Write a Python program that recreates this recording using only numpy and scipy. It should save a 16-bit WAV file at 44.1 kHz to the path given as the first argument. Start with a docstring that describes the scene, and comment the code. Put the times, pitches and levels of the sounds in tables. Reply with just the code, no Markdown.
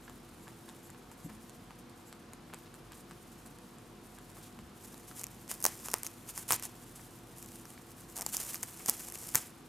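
"""First a small room hums softly, and close by a rabbit chews about five times a second in its grass hut.
Then it bites and tugs at the wall: stalks snap in sharp clusters while the weave rustles and crackles.
Chewing is made of small double ticks, gritty crunches and a few soft lisps. Rustling is many tiny slips of
straw plus fine noise. A snap is a bright ringing crack over a woody knock. The hut bumps low, and the room
adds a short echo."""
import sys
import numpy as np
from scipy import signal
from scipy.fft import rfft, irfft
from scipy.io import wavfile

SR = 44100
rng = np.random.default_rng(int(sys.argv[2]) if len(sys.argv) > 2 else 0)


def master_out(mix):
    """Clip the mix to full scale and print it as 16-bit PCM to the path in sys.argv[1]."""
    frames = np.transpose(np.atleast_2d(mix))
    ceiling = np.clip(frames, -1, 1)
    pcm = np.round(ceiling * 32767).astype(np.int16)
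    wavfile.write(sys.argv[1], SR, pcm)


N = 426888  # length of the sound in samples
BINS = np.fft.rfftfreq(1024, 1 / SR)  # frequencies (Hz) at which the short pulses are shaped

# Steady noise of the room, relative colour: pitch_hz, level_db_per_hz
AIR_COLOUR = [(20, -26.5), (33, -30.5), (46, -3.5), (66, -9), (100, 0.5), (220, 0.5), (400, -5.5),
              (600, -11), (1100, -10.5), (2000, -18.5), (4000, -21.5), (8000, -28), (13300, -31),
              (14600, -65.5)]
AIR_DB = -54.5  # rms level of that noise
# Likeness of the room noise in both channels: pitch_hz, likeness_0_to_1
AIR_LIKENESS = [(40, 0.98), (125, 0.98), (280, 0.91), (600, 0.54), (1500, 0.76), (6000, 0.69),
                (14000, 0.11)]
# Hum of an appliance: pitch_hz, level_db (rms), pitch_waver_hz, level_throb_db
WAVERING_HUMS = [(45.5, -68, .8, 2), (242.2, -65, 1.8, 3), (339.5, -64.5, 2.2, 2), (484.5, -71.5, 1.8, 2),
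                 (726.7, -71, 2.2, 1.5)]
# Level of a steadier hum, strongest after the middle: time_s, level_db (rms)
STEADY_HUM_LEVEL = [(0, -75.5), (4, -76.5), (5.3, -66), (7.4, -63.5), (8.1, -69.5), (8.6, -79.5),
                    (9.68, -77)]
STEADY_HUM_HZ = 118.5

# How long the room rings: pitch_hz, t60_s (time to fall by 60 dB)
ROOM_T60 = [(200, 0.26), (1000, 0.1969), (3000, 0.5), (7000, 0.23), (15000, 0.01)]
# Colour of the room's ring: pitch_hz, level_db
ROOM_COLOUR = [(200, -10.5), (1000, -1), (3000, -3), (8000, -2), (15000, -1)]
# How the hut reaches the two microphone ports: pitch_hz, left_minus_right_db
PORT_LEAN = [(300, 1.14), (1500, 0.23), (5000, -0.34), (7000, -0.3), (10000, -0.94), (12500, -2.5),
             (16000, -1.5)]
# Phase by which the left port leads: pitch_hz, lead_radians
PORT_LEAD = [(300, 0), (4000, 0.036), (9000, 0.00093), (12500, -.12), (15000, 0)]
EDGE_HZ = 16600  # the recorder keeps what lies below this

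# Dull bumps of the hut as the rabbit shifts or the wall springs back:
# start_s, peak_db, pitch_hz, t60_s
BUMPS = [(1.244, -34, 166.1, 0.114), (1.256, -36, 293, 0.094), (1.29, -47, 212.5, 0.65),
         (3.115, -44.5, 162, 0.13), (4.573, -43, 218.5, 0.132), (4.591, -52.5, 102, 0.23),
         (4.61, -46, 165, 0.142), (4.625, -49.5, 70, .3), (5.636, -40.5, 230.6, 0.031),
         (5.652, -35.5, 420, 0.0235), (5.665, -42.5, 368, 0.018), (6.507, -36, 130, 0.036),
         (6.53, -38.5, 110, 0.074), (8.886, -30, 230, 0.0216), (9.347, -34.5, 130.2, .025),
         (9.3548, -29, 125, 0.0177)]

# Two resonances of the soft lisp of chewing: pitch_hz, width_hz, level_db
LISP_MODES = [(7500, 1780, 5.5), (11500, 1250, 6)]
# Level of each lisp in turn: level_db
LISP_DB = [-62, -63, -60.5, -59, -76, -59.5]
LISP_LEAD_S, LISP_S = 0.0464, 0.08  # from middle of lisp to tooth click, and length of lisp

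# Strokes of the jaw; levels are before common trims:
# start_s, click_db, knock_db, grit_db, knock_hz, second_click_db (relative to the first)
CHEWS = [(.097, -47.5, -40.5, -62, 1050, -11), (.292, -59.5, -54.5, -61.5, 1000, -6),
         (0.4803, -50, -41, -53, 950, -2), (.690, -48, -40.5, -55.5, 1050, -1.5),
         (.9024, -45, -48, -57.5, 1100, -12.5), (1.1155, -49, -42.5, -59, 1040, -11.5),
         (1.3, -62.5, -46.5, -55.5, 1097, -7), (1.496, -45.5, -49, -65, 1100, -10.5),
         (1.7075, -55.5, -41.5, -59, 1000, -5.5), (1.897, -53, -62, -69, 1000, -9.5),
         (2.1276, -45.5, -40, -66.5, 1550, -13), (2.3344, -42.5, -41, -59, 1000, -19),
         (2.5374, -45, -33, -51, 1030, 5.5), (2.742, -47, -46, -60.5, 1300, -6),
         (2.9205, -45, -41, -55, 1300, -11.5), (3.111, -51, -40, -57, 1470, -5),
         (3.29, -65, -58.5, -70.5, 1000, -6.5), (3.4633, -48, -52, -64, 1300, -11),
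         (3.587, -51.5, -51.5, -65.5, 1197, -13), (3.785, -52.5, -50.5, -64, 1200, -12),
         (4.187, -47.5, -42.5, -60.5, 1150, -13.5), (4.59, -51.5, -41, -62, 1100, -8),
         (5.1133, -55, -39.5, -64, 1450, -17)]
# Colour of a click between the teeth, shaped by the mouth: pitch_hz, level_db
TOOTH_COLOUR = [(300, -25.5), (2000, -9), (3200, -8), (4400, -2.5), (5900, -11.5), (7200, 4), (8800, -0.5),
                (9800, -2.5), (12200, -2), (13300, -8.5), (14800, -24.5)]
# The teeth slip and meet again this much later, with a knock at least this much weaker
SLIP_S, SLIP_KNOCK_DB = 0.0067, -5.5
GRIND_S, GRIND_HZ = .028, 1250  # length and pitch of the grinding around each tooth click
# Gritty crunches and dull scrapes of fibres; levels are before a common trim:
# start_s, length_s, level_db, pitch_hz
CRUNCHES = [(.078, 0.00665, -46, 1190), (.684, 0.017, -55, 3500), (.945, 0.0087, -52.5, 1000),
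            (2.497, 0.0083, -52, 1300), (2.645, 0.042, -60.5, 3100), (2.93, 0.006, -52.5, 3770),
            (4.357, 0.038, -56, 1190), (4.407, 0.084, -61.5, 4200), (5.847, 0.023, -52, 1100),
            (5.939, 0.023, -51.5, 896), (6.994, 0.0086, -52, 1300), (7.775, 0.00434, -48.5, 2380),
            (8.167, 0.0683, -48.5, 710), (8.328, 0.04, -55, 2200), (8.375, 0.063, -56, 3000),
            (8.798, 0.0167, -48.5, 1656), (8.882, 0.0096, -40, 1140), (9.358, .03, -49.5, 1705)]

# Colour of rubbing straw: pitch_hz, level_db
STRAW_COLOUR = [(100, -30), (350, -10), (900, -7), (1500, -8.5), (2500, -8.8), (3700, -9.8), (5200, -5.5),
                (7000, -.5), (10500, 0), (13000, -2), (14600, -5.5), (15400, -24)]
# How hard the rabbit's body leans and rubs on the straw: time_s, level_db
LEANING = [(0, -67.5), (.7, -65), (1.0, -70), (1.35, -64), (1.75, -69.5), (2.48, -72), (2.75, -68.5),
           (3.5, -66), (3.85, -70.5), (4.1, -64), (4.68, -68.5), (4.95, -60), (5.401, -63), (6.72, -59.5),
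           (7.0, -61), (7.2, -63), (7.5, -59), (7.8, -61), (8.68, -54.5), (9.0, -51.5), (9.11, -55.5),
           (9.25, -50.5), (9.4, -51), (9.52, -62.5), (9.68, -69)]
FIDGET_DB, FIDGET_HZ = 1.25, 10.9  # rms depth and rate of its fidgeting
# Tugs or brushes at the weave: start_s, length_s, level_db
TUGS = [(0.627, 0.105, -63), (2.605, 0.071, -64.5), (2.94, 0.069, -61), (3.31, 0.039, -62),
        (3.44, 0.0454, -60), (4.019, 0.074, -62.5), (4.319, 0.217, -60), (4.803, 0.093, -58.5),
        (5.073, 0.049, -54), (5.138, 0.095, -53.5), (5.181, 0.04, -53), (5.485, 0.0443, -40.5),
        (5.519, 0.0402, -49), (5.489, 0.444, -52.5), (5.624, 0.077, -42.5), (5.839, 0.04, -42),
        (5.882, 0.1335, -52.5), (6.034, 0.0497, -50), (6.266, 0.0516, -48.5), (6.342, 0.0952, -45.5),
        (6.476, 0.062, -37), (6.524, 0.028, -35), (6.54, .026, -37), (6.62, 0.0546, -44),
        (6.811, 0.037, -54), (6.952, 0.0323, -53), (7.04, 0.044, -60.5), (7.355, 0.101, -55.5),
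        (8.152, 0.0488, -42.5), (8.205, 0.0222, -44.5), (8.285, 0.3055, -45.5), (8.246, 0.106, -48),
        (8.32, 0.058, -38), (8.37, 0.07, -42.5), (8.621, 0.0175, -45.5), (8.737, 0.0975, -53),
        (8.852, 0.0696, -42), (8.8832, 0.0099, -33), (8.919, 0.039, -44), (8.986, 0.1087, -46.5),
        (9.123, 0.059, -50.5), (9.212, 0.042, -47.5), (9.347, 0.0442, -35.5), (9.37, .06, -44.5)]
TUG_ARCH = 0.5  # shape of a tug's swell: smaller means a flatter top
TUG_SLACK = 0.31  # share of the tug spent taking up the slack

# Stalks bitten through; levels are rms over 1 ms before common trims:
# start_s, crack_db, knock_db, ring_hz, ring_height_db, knock_hz, overtone_height_db
SNAPS = [(4.9435, -45.5, -42.5, 3900, 22, 900, 16), (5.1953, -35, -52, 8100, 9, 910, 8),
         (5.2121, -40.5, -49.5, 9900, 5.5, 1050, 8.5), (5.2145, -40.5, -48.5, 6500, 5, 1050, 8),
         (5.2357, -34.5, -41.5, 8800, 2.5, 1150, 20.5), (5.2408, -28.5, -36.5, 7100, 7, 1290, 23.5),
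         (5.2679, -37, -45, 5100, 8, 1200, 17), (5.479, -44.5, -44.5, 5660, 11, 1000, 4),
         (5.5145, -27, -30, 10100, 4.5, 1290, 17.5), (5.6037, -38, -50.5, 10000, 6.5, 1000, 8),
         (5.6153, -41, -49.5, 9950, 3.5, 1000, 8), (5.6263, -29, -54.5, 9500, 8.5, 1100, 8),
         (5.642, -19, -30, 6400, 6, 930, 0), (5.6526, -14.5, -15, 10000, 4.5, 920, 17),
         (5.6643, -16.5, -21, 5900, 8, 890, -7.5), (5.8852, -32, -29, 7500, 2, 1110, 6.5),
         (5.8926, -42.5, -42.5, 8300, 1.5, 1097, 8), (5.902, -38.5, -53, 5500, 7, 1000, 8),
         (5.9154, -33, -43, 11100, 8.5, 1096, 8.5), (5.918, -38, -47.5, 6000, 5, 1100, 8),
         (5.9357, -28.5, -31, 10800, 3.5, 1000, 21), (5.94, -18.5, -18, 9840, 7.5, 1000, 11),
         (5.984, -38, -54, 10100, 12, 1000, 8), (6.033, -28.5, -35.5, 12100, 6, 1140, 18),
         (6.0476, -37, -38.5, 7950, 8.5, 1100, 9.5), (6.066, -28.5, -35.5, 7160, -2.5, 1360, 23),
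         (6.0718, -34.5, -50, 12600, 1.5, 1000, 8), (6.3775, -29.5, -32.5, 10400, 5.5, 1114, 16),
         (6.507, -20.5, -16, 9610, 12.5, 1150, 12), (6.513, -20, -27, 9630, 17, 1080, 15.5),
         (6.5222, -16.5, -21.5, 11800, 8, 850, 13), (6.5263, -24.5, -27.5, 8000, 11, 1000, 10),
         (6.532, -24, -22.5, 6540, 7, 1070, 17), (6.5425, -27, -40, 8500, 4, 1000, 10),
         (6.5628, -33, -46, 12000, 13, 1000, 8), (6.5971, -37, -40, 7750, 4, 1250, 14),
         (6.6254, -33.5, -37, 8250, 6, 1150, 12.5), (6.6361, -33.5, -42.5, 10700, -1.5, 1200, 14.5),
         (6.6535, -37, -48, 6500, 11, 1000, 10), (7.384, -43, -57.5, 10680, 9.5, 1000, 10),
         (7.427, -38.5, -46.5, 10300, 6.5, 1300, 22.5), (7.461, -43, -54.5, 7040, 3, 1000, 8),
         (7.6545, -44, -43, 5500, 10.5, 1147, 13), (8.1669, -32.5, -44.5, 7180, 4, 899, 8),
         (8.1772, -33, -39, 8540, 6, 900, 8.5), (8.187, -36.5, -37.5, 7500, 2, 950, 1.5),
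         (8.1932, -36, -40, 6400, 8, 901, 9.5), (8.199, -38.5, -39, 7790, 5.5, 949, 6.5),
         (8.2101, -28, -36, 8270, 11.5, 1100, 18), (8.22, -30.5, -37.5, 9000, 1, 1000, 15),
         (8.2255, -37, -45.5, 7200, 4, 1000, 9.5), (8.2641, -23, -28.5, 4700, 7, 906, 1),
         (8.3683, -22.5, -52, 9700, 3, 1100, 10), (8.4312, -36.5, -49, 9880, 5, 1000, 8),
         (8.5445, -29, -32.5, 12450, 5.5, 1284, 21.5), (8.5568, -33, -41, 4890, 12, 1110, 11),
         (8.6305, -25.5, -36.5, 6950, 8, 1150, 18.5), (8.6344, -29.5, -32, 10400, 4, 1030, 16.5),
         (8.8608, -27, -35.5, 7000, 4, 905, 10), (8.883, -26, -37.5, 10100, 4, 800, 10),
         (8.8859, -27, -26.5, 6740, 8, 1000, 0), (8.8905, -29, -28, 5800, 4, 700, 13),
         (8.8966, -13.5, -33, 10170, 11, 1000, 9), (8.9122, -41, -52.5, 9560, 8.5, 1000, 8),
         (8.9805, -45.5, -54, 5800, 8, 1000, 8), (9.086, -36.5, -41, 6800, -2, 900, 8),
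         (9.1, -39, -47.5, 9640, 4, 1000, 8), (9.123, -37, -43.5, 11200, 2, 1300, 21.5),
         (9.1563, -36.5, -38, 6990, 5.5, 1303, 23.5), (9.2717, -36.5, -56.5, 9050, 2.5, 1100, 8.5),
         (9.2898, -36.5, -46, 9940, 5, 1310, 20), (9.3478, -20, -23.5, 12600, 10.5, 1000, 21.5),
         (9.3554, -12, -19, 6620, 7, 1000, 19.5)]
# Colour of a stalk's crack: pitch_hz, level_db
CRACK_COLOUR = [(300, -39.5), (2000, -25), (4100, -13.5), (5300, 1), (7000, 3.5), (10500, 0), (13000, 3),
                (15500, -12.5), (17000, -24)]
# Colour of the knock that a bite sends through jaw and hut, centred at KNOCK_HZ: pitch_hz, level_db
KNOCK_COLOUR = [(40, -22), (150, -15), (430, -3), (600, -4.5), (950, 2.5), (1200, -2), (1700, -17.5),
                (2500, -11.5), (3500, -13), (6000, -18.5), (16000, -66.5)]
KNOCK_HZ = 1000
# Woody overtone: pitch over the knock's, width (natural log of pitch), usual height in dB
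OVERTONE_RATIO, OVERTONE_WIDTH, OVERTONE_DB = 1.818, 0.217, 6.5
# Lift of the topmost treble by crack level: crack_db, top_treble_lift_db
TOP_LIFT = [(-35.5, -5.5), (-20.5, 11.5)]
LIFT_FROM_HZ, LIFT_FULL_HZ = 13900, 14940  # band over which that lift comes in
# Usual ring pitch and height of a stalk, and the spread of pitch in octaves
STALK_HZ, STALK_DB, STALK_OCTAVES = 8380, 2, 0.285


def amp(db):
    """Turns decibels into gain."""
    return 10 ** (np.asarray(db) / 20)


def unit(x):
    """Scales to rms 1."""
    return x / np.sqrt(np.mean(x ** 2) + 1e-20)


def read(points, hz):
    """Reads a table on a logarithmic frequency axis."""
    f, value = np.transpose(points)
    return np.interp(np.log(hz + 1), np.log(f), value)


def over_time(points):
    """Draws straight lines between the timed points of a table."""
    return np.interp(np.arange(N) / SR, *np.transpose(points))


def add(mix, s, sound):
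    """Mixes a sound in at time s."""
    part = mix[..., max(round(s * SR), 0):][..., :sound.shape[-1]]
    part += sound[..., :part.shape[-1]]


def wander(rate_hz, size=4096):
    """Slow random motion of about rms 1, made of noise mostly below rate_hz."""
    hz = np.arange(size // 2 + 1) * SR / N
    slow = rfft(rng.standard_normal(size)) / (1 + (hz / rate_hz) ** 4)
    coarse = unit(irfft(slow, size))
    return np.interp(np.arange(N) * size / N, np.arange(size), coarse)


def peak(hz, width):
    """A bell of height 1 on a logarithmic frequency axis."""
    return np.exp(-.5 * (np.log((BINS + 1) / hz) / width) ** 2)


def ripple(width_hz):
    """Random peaks and dips across frequency, so no two pulses sound alike."""
    bell = np.exp(-.5 * ((BINS - BINS.mean()) / width_hz) ** 2)
    return unit(signal.fftconvolve(rng.standard_normal(len(BINS)), bell, "same"))


def click(db):
    """The sharpest pulse with this spectrum that does not start early, of energy 1."""
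    log_gain = np.log(amp(np.r_[db, db[-2:0:-1]]))
    # the Hilbert transform gives the phase that packs the energy at the start
    pulse = np.fft.ifft(np.exp(np.conj(signal.hilbert(log_gain)))).real
    return pulse / np.linalg.norm(pulse)


def splinter(pulse, share, decay_s):
    """Follows a break with a quick dying spray of smaller breaks, of total energy 1."""
    t = np.arange(len(pulse)) / SR
    spray = rng.standard_normal(len(t)) * np.exp(-t / decay_s)
    spray *= share / np.linalg.norm(spray)
    spray[0] += 1
    out = signal.fftconvolve(pulse, spray)
    return out / np.linalg.norm(out)


def background():
    """Soft room noise, wavering hums and one steadier hum."""
    hz = np.fft.rfftfreq(N, 1 / SR)
    same = np.clip(read(AIR_LIKENESS, hz), 0, 1)
    noise = rfft(rng.standard_normal((2, N))) * amp(read(AIR_COLOUR, hz))
    mid, side = noise * np.sqrt([1 + same, 1 - same])
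    out = amp(AIR_DB) * unit(irfft(np.array([mid + side, mid - side]), N))
    for pitch, db, waver_hz, throb_db in WAVERING_HUMS:
        turns = np.cumsum(pitch + waver_hz * wander(6.01)) / SR
        throb = amp(throb_db * wander(5.57))
        out = out + amp(db) * unit(throb * np.sin(2 * np.pi * turns))
    steady = unit(np.sin(2 * np.pi * STEADY_HUM_HZ * np.arange(N) / SR))
    return out + amp(over_time(STEADY_HUM_LEVEL)) * steady


def room(x, wet_db=-14, first_s=0.00158, breadth=0.04):
    """Dense reflections, different at each channel, each band dying at its own speed."""
    t = np.arange(SR // 2) / SR
    fade_in = np.clip((t - first_s) / first_s, 0, 1)
    mid, side = rng.standard_normal((2, len(t))) * fade_in
    pair = np.array([mid + breadth * side, mid - breadth * side])
    hz, age, bands = signal.stft(pair, SR, nperseg=256)
    fall_db = 60 * age / read(ROOM_T60, hz)[:, None]
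    bands = bands * amp(read(ROOM_COLOUR, hz)[:, None] - fall_db)
    tail = signal.istft(bands, SR, nperseg=256)[1]
    return amp(wet_db) * signal.fftconvolve(x, tail / np.linalg.norm(tail[0]), axes=1)[:, :N]


def ports(x, scatter_db=-17, scatter_s=0.0026):
    """Two closely spaced ports differ a little in level and phase, mostly in the treble."""
    t = np.arange(1024) / SR
    # thin stalks scatter mostly short waves, with opposite sign at each port; diff favours the treble
    paths = np.diff(rng.standard_normal(len(t)) * np.exp(-t / scatter_s))
    paths = paths / np.linalg.norm(paths)
    scatter = amp(scatter_db) * signal.oaconvolve(x.mean(0), paths)[:N]
    hz = np.fft.rfftfreq(N, 1 / SR)
    # each port takes half of the difference
    half = amp(read(PORT_LEAN, hz) / 2) * np.exp(.5j * read(PORT_LEAD, hz))
    return irfft(rfft(x) * np.array([half, 1 / half]), N) + np.array([scatter, -scatter])


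def bumps(rise_s=0.0067, rise_share=0.099):
    """Pushes set the hut ringing low; the shortest rings rise quickest."""
    out, t = np.zeros(N), np.arange(SR // 2) / SR
    for s, db, hz, t60 in BUMPS:
        rise = np.minimum(t / min(rise_s, rise_share * t60), 1)
        fall = amp(db - 60 * t / t60)
        add(out, s, fall * rise * np.sin(2 * np.pi * hz * t))
    return out


def lisps():
    """Every second early chew lets out a soft hiss through two narrow resonances."""
    hz = np.fft.rfftfreq(N, 1 / SR)
    colour = np.zeros(len(hz))
    for centre, width, db in LISP_MODES:
        colour += amp(db) / (1 + ((hz - centre) / width * 2) ** 2)
    swell = np.zeros(N)
    # the lisps end when the list of levels runs out
    for (s, *_), db in zip(CHEWS[::2], LISP_DB):
        add(swell, s - LISP_LEAD_S - LISP_S / 2, amp(db) * np.hanning(int(LISP_S * SR)))
    hiss = unit(irfft(rfft(rng.standard_normal(N)) * colour, N))
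    return swell * hiss


def crunches(rows, grits_per_s=900, width=0.7, fall_db=20, level_db=-4.0):
    """Fibres give way one after another: a short run of dull, muffled clicks."""
    out = np.zeros(N)
    for s, length, db, hz in rows:
        size = int(length * SR)
        hits = 0.0465 + (rng.random(size) < grits_per_s / SR)  # a faint noise floor under the clicks
        grits = rng.standard_normal(size) * hits * signal.windows.tukey(size, .4)
        treble_loss_db = 10 * np.log10(1 + (BINS / hz / 2) ** 2)
        colour = fall_db * peak(hz, width) - treble_loss_db + 2 * ripple(158)
        add(out, s, amp(db + level_db) * signal.fftconvolve(unit(grits), click(colour)))
    return out


def grinding():
    """Each jaw stroke grinds briefly around its tooth click: rows for crunches()."""
    return [(s - GRIND_S / 2, GRIND_S, grit_db, GRIND_HZ) for s, _, _, grit_db, *_ in CHEWS]


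def tooth_clicks():
    """The teeth meet, slip and meet again in a tiny woody double tick: rows for snaps()."""
    rows = []
    for s, click_db, knock_db, _, hollow_hz, slip_db in CHEWS:
        colour = (STALK_HZ, STALK_DB, hollow_hz, OVERTONE_DB)
        second_knock_db = knock_db + min(slip_db, SLIP_KNOCK_DB)
        rows.append((s, click_db, knock_db, *colour))
        rows.append((s + SLIP_S, click_db + slip_db, second_knock_db, *colour))
    return rows


def strain():
    """Force on the straw over time: the fidgeting lean of the body plus an arch for each tug."""
    power = amp(over_time(LEANING) + FIDGET_DB * wander(FIDGET_HZ)) ** 2
    for s, length, db in TUGS:
        gone = np.arange(0, length, 1 / SR) / length
        slack = np.minimum(gone / TUG_SLACK, 1) ** .5
        arch = np.sin(np.pi * gone) ** abs(TUG_ARCH) * slack
        add(power, s, (amp(db) * arch) ** 2)
    return np.sqrt(power)


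def rustle(pull, slips_per_s=3400, spread_db=4.5, fizz=1.0, flutter_db=2.5, level_db=0, count=16):
    """Many tiny stick-slips, each ringing one of the stalks, over a fine fizz of sliding fibres."""
    force = pull * amp(flutter_db * wander(35.2))
    colour = read(STRAW_COLOUR, BINS)
    sizes = amp(spread_db * np.minimum(rng.exponential(1, N), 5))
    slips = sizes * (rng.random(N) < slips_per_s / SR)
    slips = unit(slips * rng.choice([-1, 1], N)) * force
    stalk = rng.integers(0, count, N)
    out = np.zeros((2, N))
    for k in range(count):
        ring = splinter(click(colour + 4 * ripple(508)), share=0.62, decay_s=0.00092)
        pan_db = 1.3 * rng.standard_normal()
        out += amp([[pan_db], [-pan_db]]) * signal.oaconvolve(slips * (stalk == k), ring)[:N]
    out += fizz * signal.oaconvolve(force * rng.standard_normal(N), click(colour))[:N]
    return amp(level_db) * out / np.hypot(1, fizz)


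def small_snaps(force, most_per_s=50, half_rate_db=-52, over_db=7, spread_db=1.5,
                ceiling_db=-43, knock_db=-16, count=600):
    """Thin stalks give way at random, more often and up to a limit louder the harder the strain."""
    rows = []
    places = rng.random((count, 2))
    shapes = rng.standard_normal((count, 3))
    for (place, chance), (size, ring, hollow) in zip(places, shapes):
        pull = force[int(place * N)]
        per_s = most_per_s * pull / (pull + amp(half_rate_db))
        if chance < per_s * N / SR / count:
            db = min(20 * np.log10(pull) + over_db, ceiling_db) + spread_db * size
            ring_hz = STALK_HZ * 2 ** (STALK_OCTAVES * ring)
            hollow_hz = KNOCK_HZ * 2 ** (STALK_OCTAVES * hollow)
            rows.append((place * N / SR, db, db + knock_db, ring_hz, STALK_DB, hollow_hz, OVERTONE_DB))
    return rows


def snaps(breaks, colour, crack_db, knock_db, ringing, uneven_db, ring_width=0.094):
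    """Each break is a bright crack, ringing if asked, over a short woody knock with two resonances."""
    out = np.zeros(N)
    top = np.interp(BINS, [LIFT_FROM_HZ, LIFT_FULL_HZ], [0, 1])
    for s, bright_db, hollow_db, ring_hz, ring_db, hollow_hz, overtone_db in breaks:
        bright = read(colour, BINS) + ringing * ring_db * peak(ring_hz, ring_width)
        bright += top * np.interp(bright_db, *np.transpose(TOP_LIFT))
        bright_click = click(bright + uneven_db * ripple(334))
        crack = splinter(bright_click, share=0.703, decay_s=0.00075)

        hollow = read(KNOCK_COLOUR, BINS * KNOCK_HZ / hollow_hz)
        hollow += overtone_db * peak(OVERTONE_RATIO * hollow_hz, OVERTONE_WIDTH)
        hollow_click = click(hollow + uneven_db * ripple(253))
        knock = splinter(hollow_click, share=0.234, decay_s=0.0039)
        add(out, s, -amp(bright_db + crack_db) * crack - amp(hollow_db + knock_db) * knock)
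    return out * np.sqrt(SR / 1000)  # energy 1 becomes rms 1 over 1 ms


def scene():
    """The rabbit's work in the straw, its echo and the room."""
    force = strain()
    breaks = list(SNAPS) + small_snaps(force)
    teeth = snaps(tooth_clicks(), TOOTH_COLOUR, crack_db=0.5, knock_db=-3.5, ringing=0, uneven_db=2.0)
    gritty = crunches(list(CRUNCHES) + grinding())
    gnawing = rustle(force) + gritty + teeth + lisps() + bumps()
    direct = gnawing + snaps(breaks, CRACK_COLOUR, crack_db=-0.5, knock_db=-4.5, ringing=1, uneven_db=2.0)
    # the room gathers what a stalk sends in all directions, which evens out its colour
    spread = gnawing + snaps(breaks, CRACK_COLOUR, crack_db=-7.5, knock_db=-6.5, ringing=0, uneven_db=-0.5)
    return ports(direct + room(spread)) + background()


def record(dry):
    """The recorder's band limit: a filter removes the highest treble."""
    low_pass = signal.firwin(255, EDGE_HZ, window=("kaiser", 9), fs=SR)
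    return signal.oaconvolve(dry, low_pass[None], "same")


dry = scene()
out = record(dry)
master_out(out)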